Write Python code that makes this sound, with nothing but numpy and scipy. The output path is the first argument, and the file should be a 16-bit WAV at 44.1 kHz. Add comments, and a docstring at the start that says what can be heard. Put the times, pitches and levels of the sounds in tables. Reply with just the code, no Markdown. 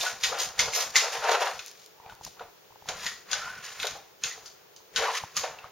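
"""A hard, tiled room indoors, where a dog works a hollow plastic puzzle board on the floor. Claws strike and
scrape the plastic and tick on the tiles; drawers rattle and slide, a collar tag rings. The board skids and
drops back on the tiles, and the room rings after each blow. Blows and drops are short pushes into ringing
plastic; scrapes are rough noise that swells and fades. The hand-held camera adds small dry taps and its own
hiss, and low bumps come and go."""
import sys
import numpy as np
from scipy import signal
from scipy.fft import rfft, irfft, next_fast_len
from scipy.io import wavfile
from scipy.ndimage import map_coordinates

SR = 44100
rng = np.random.default_rng(int(sys.argv[2]) if len(sys.argv) > 2 else 0)


def dump_mix(stems):
    """Bounce the given channels to the path in sys.argv[1] as a 16-bit WAV at rate SR."""
    frames = np.atleast_2d(stems).T  # one column per channel
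    limited = np.clip(frames, -1, 1)  # hard clip at full scale
    pcm = np.round(limited * 32767).astype(np.int16)
    wavfile.write(sys.argv[1], SR, pcm)


N = 251811  # length in samples
GRAIN_CAP = 4  # largest random grain, in steps of its dB size
SWING_DB = 30  # a swell climbs and a fade falls by this much in its listed time


def amp(db):
    """Turn decibels into a plain gain."""
    return 10 ** (np.asarray(db) / 20)


def unit(x):
    """Scale a signal to an average (rms) strength of one."""
    return x / np.sqrt(np.mean(x ** 2) + 1e-20)


def along(points, hz):
    """Read a curve of (f/Hz, value) points, joined by straight lines on a log pitch axis."""
    f, value = np.transpose(points)
    return np.interp(np.log(hz + 1), np.log(f + 1), value)


def wobble(rate):
    """A smooth random curve with `rate` random points a second."""
    points = rng.standard_normal(int(N * rate / SR) + 4)
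    return map_coordinates(points, [np.arange(N) * rate / SR])


def filtered(x, response):
    """Shape the sound x by a response that depends on frequency."""
    size = next_fast_len(N + SR // 2)
    hz = np.fft.rfftfreq(size, 1 / SR)
    return irfft(rfft(x, size) * response(hz), size)[..., :N]


def ringing(modes):
    """Response of a body with several resonances, given as (f/Hz, width/Hz, level/dB)."""
    def response(f):
        total = 0
        for k, (center, width, db) in enumerate(modes):
            sign = (-1) ** k  # neighbours push in opposite directions
            total = total + sign * amp(db) * 1j * f * width / (center * center - f * f + 1j * f * width)
        return total
    return response


def grains(step_db, size):
    """Random gains in which a few grains stand out from many small ones."""
    return amp(step_db * np.minimum(rng.exponential(size=size), GRAIN_CAP))


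def slips(lumpy_db, rate, grit_db):
    """Stick-and-slip friction: noise whose strength wanders and whose grains are now and then large."""
    return unit(rng.standard_normal(N) * amp(lumpy_db * wobble(rate)) * grains(grit_db, N))


def swells(peak_s, swell_s, fade_s, db):
    """Gain of overlapping gestures, each climbing to its peak and fading evenly in dB."""
    coarse = np.arange(0, N + 32, 32)  # worked out every 32 samples, then joined up
    late = coarse[:, None] / SR - peak_s
    drop_db = SWING_DB * np.maximum(late / fade_s, -late / swell_s)
    power = amp(2 * (db - drop_db)).sum(axis=1)
    return np.interp(np.arange(N), coarse, np.sqrt(power))


def stereo(pair, alike):
    """Left and right from two unrelated signals, as alike at each pitch as the table says."""
    turn = lambda hz: np.arccos(np.clip(along(alike, hz), -1, 1)) / 2
    mid, side = filtered(pair, lambda hz: np.array([np.cos(turn(hz)), np.sin(turn(hz))]))
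    return np.array([mid + side, mid - side])


# Claw blows: t/s, level/dB, treble share level/dB, note of the struck panel f/Hz, note level/dB
BLOWS = [(0.0109, -17, -16.5, 3615, -2.5), (0.236, -6, -17.5, 2514, -15), (0.2446, -11, -11.5, 1882, -8),
         (0.5919, -8.5, -12, 2102, -4.5), (0.5952, -6.5, -16, 2033, -11), (0.6025, -18.5, -2, 4370, -7.5),
         (0.6118, -17, -17, 3520, -4.5), (0.7342, -20.5, -13, 2083, -4.5), (0.9564, -4.5, -16.5, 2091, -1),
         (0.9628, -11, -1.5, 2097, -7), (0.9755, -21, -5.5, 3664, 4.5), (1.2411, -21, -13, 1406, 2),
         (1.3148, -20, -6, 1714, -2.5), (1.421, -19.5, -33, 1710, -21), (1.5918, -21, -15, 2488, -8),
         (2.0607, -45, -25, 2396, 1.5), (2.0972, -34.5, -20, 1494, 0), (2.395, -34, -23, 1430, 1.5),
         (2.409, -51.5, -31, 702, 13.5), (2.8877, -16.5, -11.5, 1456, -10.5),
         (3.0646, -13.5, -14, 1912, -5.5), (3.3142, -22, -3, 3290, -5.5), (3.331, -12, -11, 1482, -5),
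         (3.8, -19, -32.5, 2603, -14), (3.8312, -13.5, -43.5, 1564, -12),
         (3.869, -15.5, -14.5, 2364, -17.5), (4.237, -12.5, -11, 2614, -13),
         (4.247, -38.5, -16, 2770, -21.5), (4.4586, -46, 8.5, 1366, 1), (4.763, -46, 2, 3086, -0.5),
         (4.9611, -7.5, -17, 2755, -15.5), (4.9673, -14.5, -22.5, 3055, -3.5),
         (4.9779, -21.5, -8.5, 2090, -8), (5.3671, -15, -7.5, 1131, -8.5), (5.385, -24, -18.5, 1146, -6),
         (5.4361, -23, -15, 2737, -9.5), (5.587, -32.5, -24, 2676, -1)]
# Low resonances of the plastic shell: f/Hz, width/Hz, level/dB
SHELL = [(1455, 102.6, -3), (2118, 106, -1.5), (2509, 417, -3), (3690, 925, -3)]
# Resonances of its stiff edge: f/Hz, width/Hz, level/dB
RIM = [(4690, 1403, 5.5), (5784, 1483, 9), (6483, 1178, 10), (11840, 11200, -10)]
PANEL_DRIFT = 16  # a panel's phase wanders under the claw, radians per root second


def blows():
    """Each claw lands as milliseconds of chattering contact that ring shell, edge and the panel it hits."""
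    force, t = np.zeros((3, N + SR)), np.arange(SR // 10) / SR
    # a sharp start over two weaker, longer tails
    shape = amp(1.0 - 60 * t / 0.00183) + amp(-9 - 60 * t / 0.0576) + amp(-16 - 60 * t / 0.151)
    panel_shape = (1 - np.exp(-t / 0.0003)) * amp(-1.5 - 60 * t / 0.04)
    for s, db, treble_db, note_hz, note_db in BLOWS:
        chatter = np.sign(rng.standard_normal((2, len(t))))
        shell_push, rim_push = shape * chatter * grains(2.826, (2, len(t)))
        drift = PANEL_DRIFT * np.sqrt(1 / SR) * np.cumsum(rng.standard_normal(len(t)))
        panel = np.sin(2 * np.pi * note_hz * t + drift) * panel_shape
        gains = amp([[db + 1.5], [db + treble_db + 6.5], [db + note_db]])
        force[:, round(s * SR):][:, :len(t)] += gains * np.array([shell_push, rim_push, panel])
    shell_push, rim_push, panels = force[:, :N]
    return filtered(shell_push, ringing(SHELL)) + filtered(rim_push, ringing(RIM)) + panels


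# Paw strokes, which also shake the drawers: peak t/s, swell t/s, fade t/s, claws level/dB, drawers level/dB
STROKES = [(.01, 0.0327, 0.16, -24, -62.5), (.06, 0.061, 0.157, -29, -34.5),
           (0.242, 0.0502, 0.159, -24, -37.5), (0.407, 0.048, 0.126, -22, -36.5),
           (0.6, 0.0436, 0.143, -25.5, -35), (0.761, 0.066, 0.154, -22.5, -46),
           (.81, 0.115, 0.132, -26.5, -36), (0.965, 0.0381, 0.219, -23, -26),
           (1.13, 0.036, 0.163, -32, -37), (1.32, 0.262, 0.162, -32, -35.5),
           (1.41, 0.0346, 0.42, -33.5, -41), (1.68, 0.059, 0.075, -43, -70),
           (1.85, 0.42, 0.137, -51.5, -86), (2.245, 0.0425, 0.163, -40.5, -79.5),
           (2.89, 0.046, 0.094, -41.5, -44.5), (3.065, 0.244, 0.1804, -34.5, -40),
           (3.322, 0.074, 0.611, -39.5, -39), (3.643, 0.0424, 0.445, -39, -45),
           (3.831, 0.122, 0.217, -32.5, -38), (4.247, 0.043, 0.213, -33, -40.5),
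           (4.47, 0.083, 0.13, -46, -72), (4.97, 0.0366, 0.389, -32, -32.5),
           (5.177, 0.183, 0.0556, -30.5, -33), (5.371, 0.0284, 0.1006, -26.5, -35),
           (5.44, 0.049, 0.13, -44, -44)]
# Tone of claws on plastic: f/Hz, level/dB
SCRATCH = [(300, -8.5), (1500, -6.5), (2500, -2.5), (4000, 2), (6500, 4.5), (9000, 2.5), (11000, -6.5),
           (13000, 5), (16000, -4)]
# Resonances of the drawers: f/Hz, width/Hz, level/dB
SLOT = [(1049.5, 157, -0.5), (1435, 147, 0.5), (1715, 181, 5), (2400, 1413, -0.5)]


def strokes():
    """Claws scratch over the shell with rough friction, and the same strokes make the drawers chatter."""
    claw = unit(filtered(slips(2.3, rate=170, grit_db=3.5), lambda hz: amp(along(SCRATCH, hz))))
    drawer = unit(filtered(slips(2.2, rate=200, grit_db=4), ringing(SLOT)))
    s, swell, fade, claw_db, drawer_db = np.transpose(STROKES)
    return swells(s, swell, fade, claw_db) * claw + swells(s, swell, fade, drawer_db) * drawer


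# Drawers pulled along their slots:
# peak t/s, swell t/s, fade t/s, level/dB, cavity resonance f/Hz, glide/(octaves a second)
SLIDES = [(0.068, 0.0149, 0.0695, -29.5, 1471, 0.97), (2.08, 0.2, 0.26, -50.5, 853.2, 0.018),
          (3.05, 0.11, 0.095, -46, 1021, -0.16), (3.079, 0.0705, 0.158, -41, 1906, 0.19),
          (3.3, 0.057, .1, -55.5, 1409, -0.079), (3.395, .16, .14, -49, 1520, 0.18),
          (3.426, .06, 0.11, -40, 1368, 0.947), (3.485, 0.217, 0.22, -39, 1475, -0.11),
          (3.64, 0.0505, 0.135, -55, 1529, 0.076), (4.312, .04, 0.081, -43.5, 1897, 0.059),
          (3.48, .05, 0.04, -40, 1054, -0.15), (5.03, 0.11, 0.054, -32, 470, 0.38),
          (5.035, .04, 0.039, -34, 1400, -0.13), (5.089, .1, 0.121, -30.5, 992.7, 0.969),
          (5.174, 0.057, 0.028, -41.5, 1895, -0.13)]
HUM = 1.15  # steady share of a sliding cavity's note, over its chatter
WAVER = 0.036  # size of a sliding cavity's random pitch wander, octaves


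def slides():
    """The cavity changes pitch as a drawer moves: narrow noise carried on the moving resonance."""
    force = np.array([slips(1.5, rate=60, grit_db=3), slips(1.5, rate=60, grit_db=3)])
    even, odd = unit(filtered(force, lambda hz: 1 / (1 + 1j * hz / 130) ** 2))  # slow chatter only
    chatter = (HUM + even + 1j * odd) * np.sqrt(2 / (HUM ** 2 + 2))
    out, wander = np.zeros(N), WAVER * wobble(30)
    for s, swell, fade, db, cavity_hz, glide in SLIDES:
        moving_s = np.clip(np.arange(N) / SR - s, -swell, fade)
        pitch = cavity_hz * 2 ** (glide * moving_s + wander)
        note = np.exp(2j * np.pi * np.cumsum(pitch) / SR)
        out += swells(s, swell, fade, db) * np.real(chatter * note)
    return out


# Resonances of the hollow board: f/Hz, width/Hz, level/dB
HOLLOW = [(471.8, 88.9, 1), (597.5, 38.5, 2.5), (717.9, 130.5, 3), (818.5, 60.6, 4), (898, 61.9, 1.5),
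          (1058, 190, 0.5), (1346, 306, 0), (2560, 2520, -7.5), (4010, 9050, -17)]


def hollow_board():
    """The board as a hollow body: the response that skids and drops set ringing."""
    return ringing(HOLLOW)


# The board skids on the tiles: peak t/s, swell t/s, fade t/s, level/dB
SKIDS = [(.05, 0.206, 0.298, -38.5), (.335, 0.205, 0.386, -35), (.6, 0.041, 0.42, -34.5),
         (.79, 0.056, 0.175, -32.5), (.97, 0.059, 0.08, -37.5), (1.048, 0.055, 0.145, -32),
         (1.16, 0.18, 0.162, -34), (1.24, 0.0746, 0.366, -29), (1.297, 0.063, 0.076, -23),
         (1.32, 0.0364, 0.092, -21.5), (1.339, 0.05, 0.188, -24.5), (1.424, 0.0386, 0.0467, -21),
         (1.47, 0.097, 0.1385, -28.5), (2.09, 0.188, 0.222, -54), (2.419, 0.095, 0.091, -46),
         (2.889, 0.0336, 0.374, -42), (3.339, 0.113, 0.598, -45.5), (3.85, 0.8, 0.18, -52),
         (3.948, 0.104, 0.21, -50), (4.25, 0.046, 0.588, -49), (4.99, 0.043, 0.354, -37),
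         (5.039, 0.059, 0.1694, -25.5), (5.445, 0.0566, 0.1945, -35), (5.66, 0.58, 0.158, -50)]


def skids():
    """The board skids over the tiles, and the friction rings its hollow body."""
    skid = unit(filtered(slips(2.1, rate=190, grit_db=4.5), hollow_board()))
    return swells(*np.transpose(SKIDS)) * skid


# The board drops back on the tiles: t/s, level/dB
THUDS = [(0.032, -30), (0.32, -31), (0.413, -32), (0.679, -32), (0.769, -32.5), (1.021, -30.5),
         (1.243, -26.5), (1.292, -24), (1.414, -23), (2.408, -33.5), (2.896, -31), (3.843, -28),
         (3.952, -38), (4.375, -46), (4.99, -29.5), (5.034, -36), (5.437, -27.5)]


def thuds():
    """The board meets the floor with a short push, then rocks to rest; both drive its hollow body."""
    force, t = np.zeros(N + SR), np.arange(SR // 10) / SR
    rocking = (1 - np.exp(-t / 0.00095)) * amp(-60 * t / 0.0982)
    for s, db in THUDS:
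        contact = 5 * amp(-60 * t / 0.000439) + rocking * rng.standard_normal(len(t))
        force[round(s * SR):][:len(t)] += amp(db + 6) * unit(contact)
    soft = lambda hz: 1 / (1 + 1j * hz / 900) ** 2  # dulls the push above 900 Hz
    return filtered(force[:N], lambda hz: soft(hz) * hollow_board()(hz))


# Claw tips on the tiles: t/s, level/dB
TICKS = [(1.6624, -25.5), (1.673, -35.5), (1.682, -32.5), (1.714, -32), (1.8618, -34), (2.1516, -39.5),
         (2.25, -26), (3.8703, -18)]
TICK_S, TICK_HZ, TICK_DB = 0.005, 3600, 6  # time to fall 60 dB (s), weak below (Hz), added force (dB)


def ticks():
    """A hard tip on hard tile: one very short, dry and bright crack."""
    force, t = np.zeros(N + SR), np.arange(SR // 50) / SR
    for s, db in TICKS:
        crack = np.sign(rng.standard_normal(len(t)))
        force[round(s * SR):][:len(t)] += amp(db + TICK_DB - 60 * t / TICK_S) * crack
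    return filtered(force[:N], lambda hz: (1j * hz / (TICK_HZ + 1j * hz)) ** 2)


# Notes of the metal collar tag: f/Hz, level/dB, time to fall 60 dB t/s
TAG = [(5530, -36, 0.49), (5835, -50, .3), (6901, -38, 0.235), (11930, -23, 0.335)]
TAG_S = .754  # when it is struck, s


def tag():
    """The collar tag is knocked once and rings thinly, as a few fading pure notes."""
    t = np.clip(np.arange(N) / SR - TAG_S, 0, None)  # the notes are silent until the knock
    return sum(amp(db - 60 * t / t60) * np.sin(2 * np.pi * hz * t) for hz, db, t60 in TAG)


# Likeness of left and right in the direct sound: f/Hz, likeness (1 = the same)
NEAR_ALIKE = [(1000, 0.947), (3000, 0.971), (6000, 0.439), (12000, 0.071)]


def near(x, piece=0.21):
    """The direct sound; its treble scatters off the floor, differently at the two ports and as the paw moves."""
    size, t = int(piece * SR), np.arange(SR // 50) / SR
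    scattered = np.zeros(N + SR)
    for start in range(0, N, size):  # a new scatter for every piece (s)
        scatter = rng.standard_normal(len(t)) * amp(-60 * t / 0.0113)
        part = np.convolve(x[start:start + size], scatter / np.linalg.norm(scatter))
        scattered[start:start + len(part)] += part
    return stereo(np.array([x, scattered[:N]]), NEAR_ALIKE)


# How long the room rings: f/Hz, time to fall 60 dB t/s
ROOM = [(400, 0.195), (1000, 0.417), (2100, 0.291), (5500, 0.44), (14000, 0.283)]
# Likeness of left and right in the room's ringing: f/Hz, likeness (1 = the same)
ROOM_ALIKE = [(100, 0.27), (400, 1), (1200, 1), (2500, 0.948), (4500, 0.71), (8000, 0.066), (14000, 0.14)]


def room(x, piece=.3):
    """Diffuse stereo tail; each stretch of sound gets its own, as the source keeps moving."""
    size, delay = int(piece * SR), 200  # samples
    out = np.zeros((2, N + 2 * SR))
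    for start in range(0, N, size):
        hz, t, bands = signal.stft(rng.standard_normal((2, SR // 2)), SR, nperseg=256)
        fading = bands * amp(-60 * t / along(ROOM, hz)[:, None])  # each pitch dies at its own pace
        tail = signal.istft(fading, SR, nperseg=256)[1]
        wet = signal.fftconvolve(x[None, start:start + size], tail / np.linalg.norm(tail[0]), axes=1)
        out[:, start + delay:start + delay + wet.shape[1]] += wet
    return stereo(out[:, :N], ROOM_ALIKE)


# Dry taps on the camera body: t/s, level/dB, thump level/dB, pitch f/Hz
TAPS = [(2.0, -37, -28, 932), (2.062, -33, -25.5, 816), (2.123, -34.5, -26.5, 917), (2.211, -32, -26, 870),
        (2.265, -32, -34.5, 947), (2.276, -35.5, -40, 720), (2.706, -43, -26, 863),
        (2.723, -43, -25.5, 966), (2.758, -38.5, -33, 872), (2.823, -37.5, -26.5, 850),
        (2.858, -37, -28.5, 877), (4.804, -46.5, -28, 891), (5.237, -22.5, -27, 878),
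        (5.6427, -29, -30, 1176)]


def taps():
    """Fingers tap the camera body: a short note, a low thump and a snap of noise."""
    out, t = np.zeros(N + SR), np.arange(SR // 20) / SR
    soft = 1 - np.exp(-t / 0.00239)  # gentle start
    for s, db, thump_db, tap_hz in TAPS:
        tick = np.sin(2 * np.pi * tap_hz * t) * amp(-60 * t / 0.00976)
        thump = np.sin(2 * np.pi * 110 * t) * amp(thump_db + 6.0 - 60 * t / 0.0295)
        snap = 0.061 * rng.standard_normal(len(t)) * amp(-60 * t / 0.0022)
        out[round(s * SR):][:len(t)] += amp(db + 11.5) * (soft * (tick + thump) + snap)
    return out[:N]


# Low bumps: peak t/s, level/dB, fade t/s
BUMPS = [(0, -46.5, 0.089), (.14, -49, 0.094), (.24, -46.5, 0.266), (.32, -55, 0.083),
         (.47, -47.5, 0.204), (.6, -39.5, 0.215), (.69, -45.5, 0.041), (.85, -54.5, 0.246),
         (1.19, -52, 0.091), (1.56, -50.5, 0.134), (2.13, -50.5, 0.074), (2.21, -64.5, .08),
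         (2.27, -48, 0.076), (2.42, -55, 0.185), (2.89, -48, 0.5), (3.069, -47.5, 0.059),
         (3.32, -47.5, 0.27), (3.45, -53, 0.82), (3.83, -46, 0.042), (3.92, -47.5, 0.129),
         (4.25, -49, 0.105), (4.35, -61, 0.41), (4.98, -46, 0.116), (5.249, -43, 0.0216),
         (5.38, -45, 0.102), (5.5, -54, 0.255), (5.65, -59, 0.12)]
# Tone of the bumps: f/Hz, level/dB
BUMP_TONE = [(15, -4.5), (30, -8), (60, -0.5), (130, 0), (220, -3), (350, -17)]
BUMP_SWELL_S = 0.0706  # swell of each bump, s


def low_bumps():
    """Low bumps: lumpy noise that swells and fades."""
    s, db, fade = np.transpose(BUMPS)
    lumps = rng.standard_normal((2, N)) * amp(2.12 * wobble(24.97))
    low = filtered(lumps, lambda hz: amp(along(BUMP_TONE, hz)))
    bumps = unit(stereo(low, [(25, 1.0), (125, 0.905)]))
    return swells(s, BUMP_SWELL_S, fade, db) * bumps


# Tone of the hiss: f/Hz, level/dB
HISS = [(15, -49.5), (40, -29.5), (70, -15.5), (154, -8), (259, -14.5), (433, 1), (560, -5.5), (900, -8),
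        (1930, -12), (6400, -15.5), (9000, -14.5), (11000, -20), (15000, 1.5)]
# Likeness of left and right in the hiss: f/Hz, likeness (1 = the same)
HISS_ALIKE = [(100, 0.35), (500, 0.041), (2000, 0.027), (6000, 0.047), (14000, 0.096)]


def hiss():
    """The camera's own noise, wavering slightly in level."""
    noise = filtered(rng.standard_normal((2, N)), lambda hz: amp(along(HISS, hz)))
    return amp(-43.5 + 0.283 * wobble(5.28)) * unit(stereo(noise, HISS_ALIKE))


def camera():
    """Taps on the camera body and low bumps, with no room, over the camera's hiss."""
    return taps() + low_bumps() + hiss()


# The bass is cut away below about 400 Hz: f/Hz, level/dB
LOW_CUT = [(200, -44.5), (300, -12.5), (400, -8.5), (470, -2)]


def scene():
    """Mix the board's direct sound, its ringing in the room, the low bumps and the camera's taps and hiss."""
    sources = np.array([strokes() + skids() + slides(), blows() + thuds()])
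    rub, hit = filtered(sources, lambda hz: amp(along(LOW_CUT, hz)))
    direct = near(amp(3.0) * rub + hit + tag()) + ticks()
    wet = room(amp(-8.5) * rub + amp(-5.5) * hit)
    return (direct + wet + camera()) * amp([[.5], [-.5]])  # left a touch louder than right


# Colour of the whole sound, a deep notch near 8 kHz with weak treble above it: f/Hz, level/dB
COLOUR = [(6800, 0), (7350, -4.5), (7650, -24.5), (7950, -99), (8250, -20.5), (8800, -7), (16000, -16.5)]
TOP_HZ = 16050  # nothing passes from here up
CEILING = 0.52  # the limit that squashed peaks approach


def record(dry):
    """The input stage rounds off the loudest blows; then the notched colour and the band limit."""
    squashed = CEILING * np.tanh(dry / CEILING)
    return filtered(squashed, lambda hz: amp(along(COLOUR, hz)) * (hz < TOP_HZ))


dry = scene()
out = record(dry)
dump_mix(out)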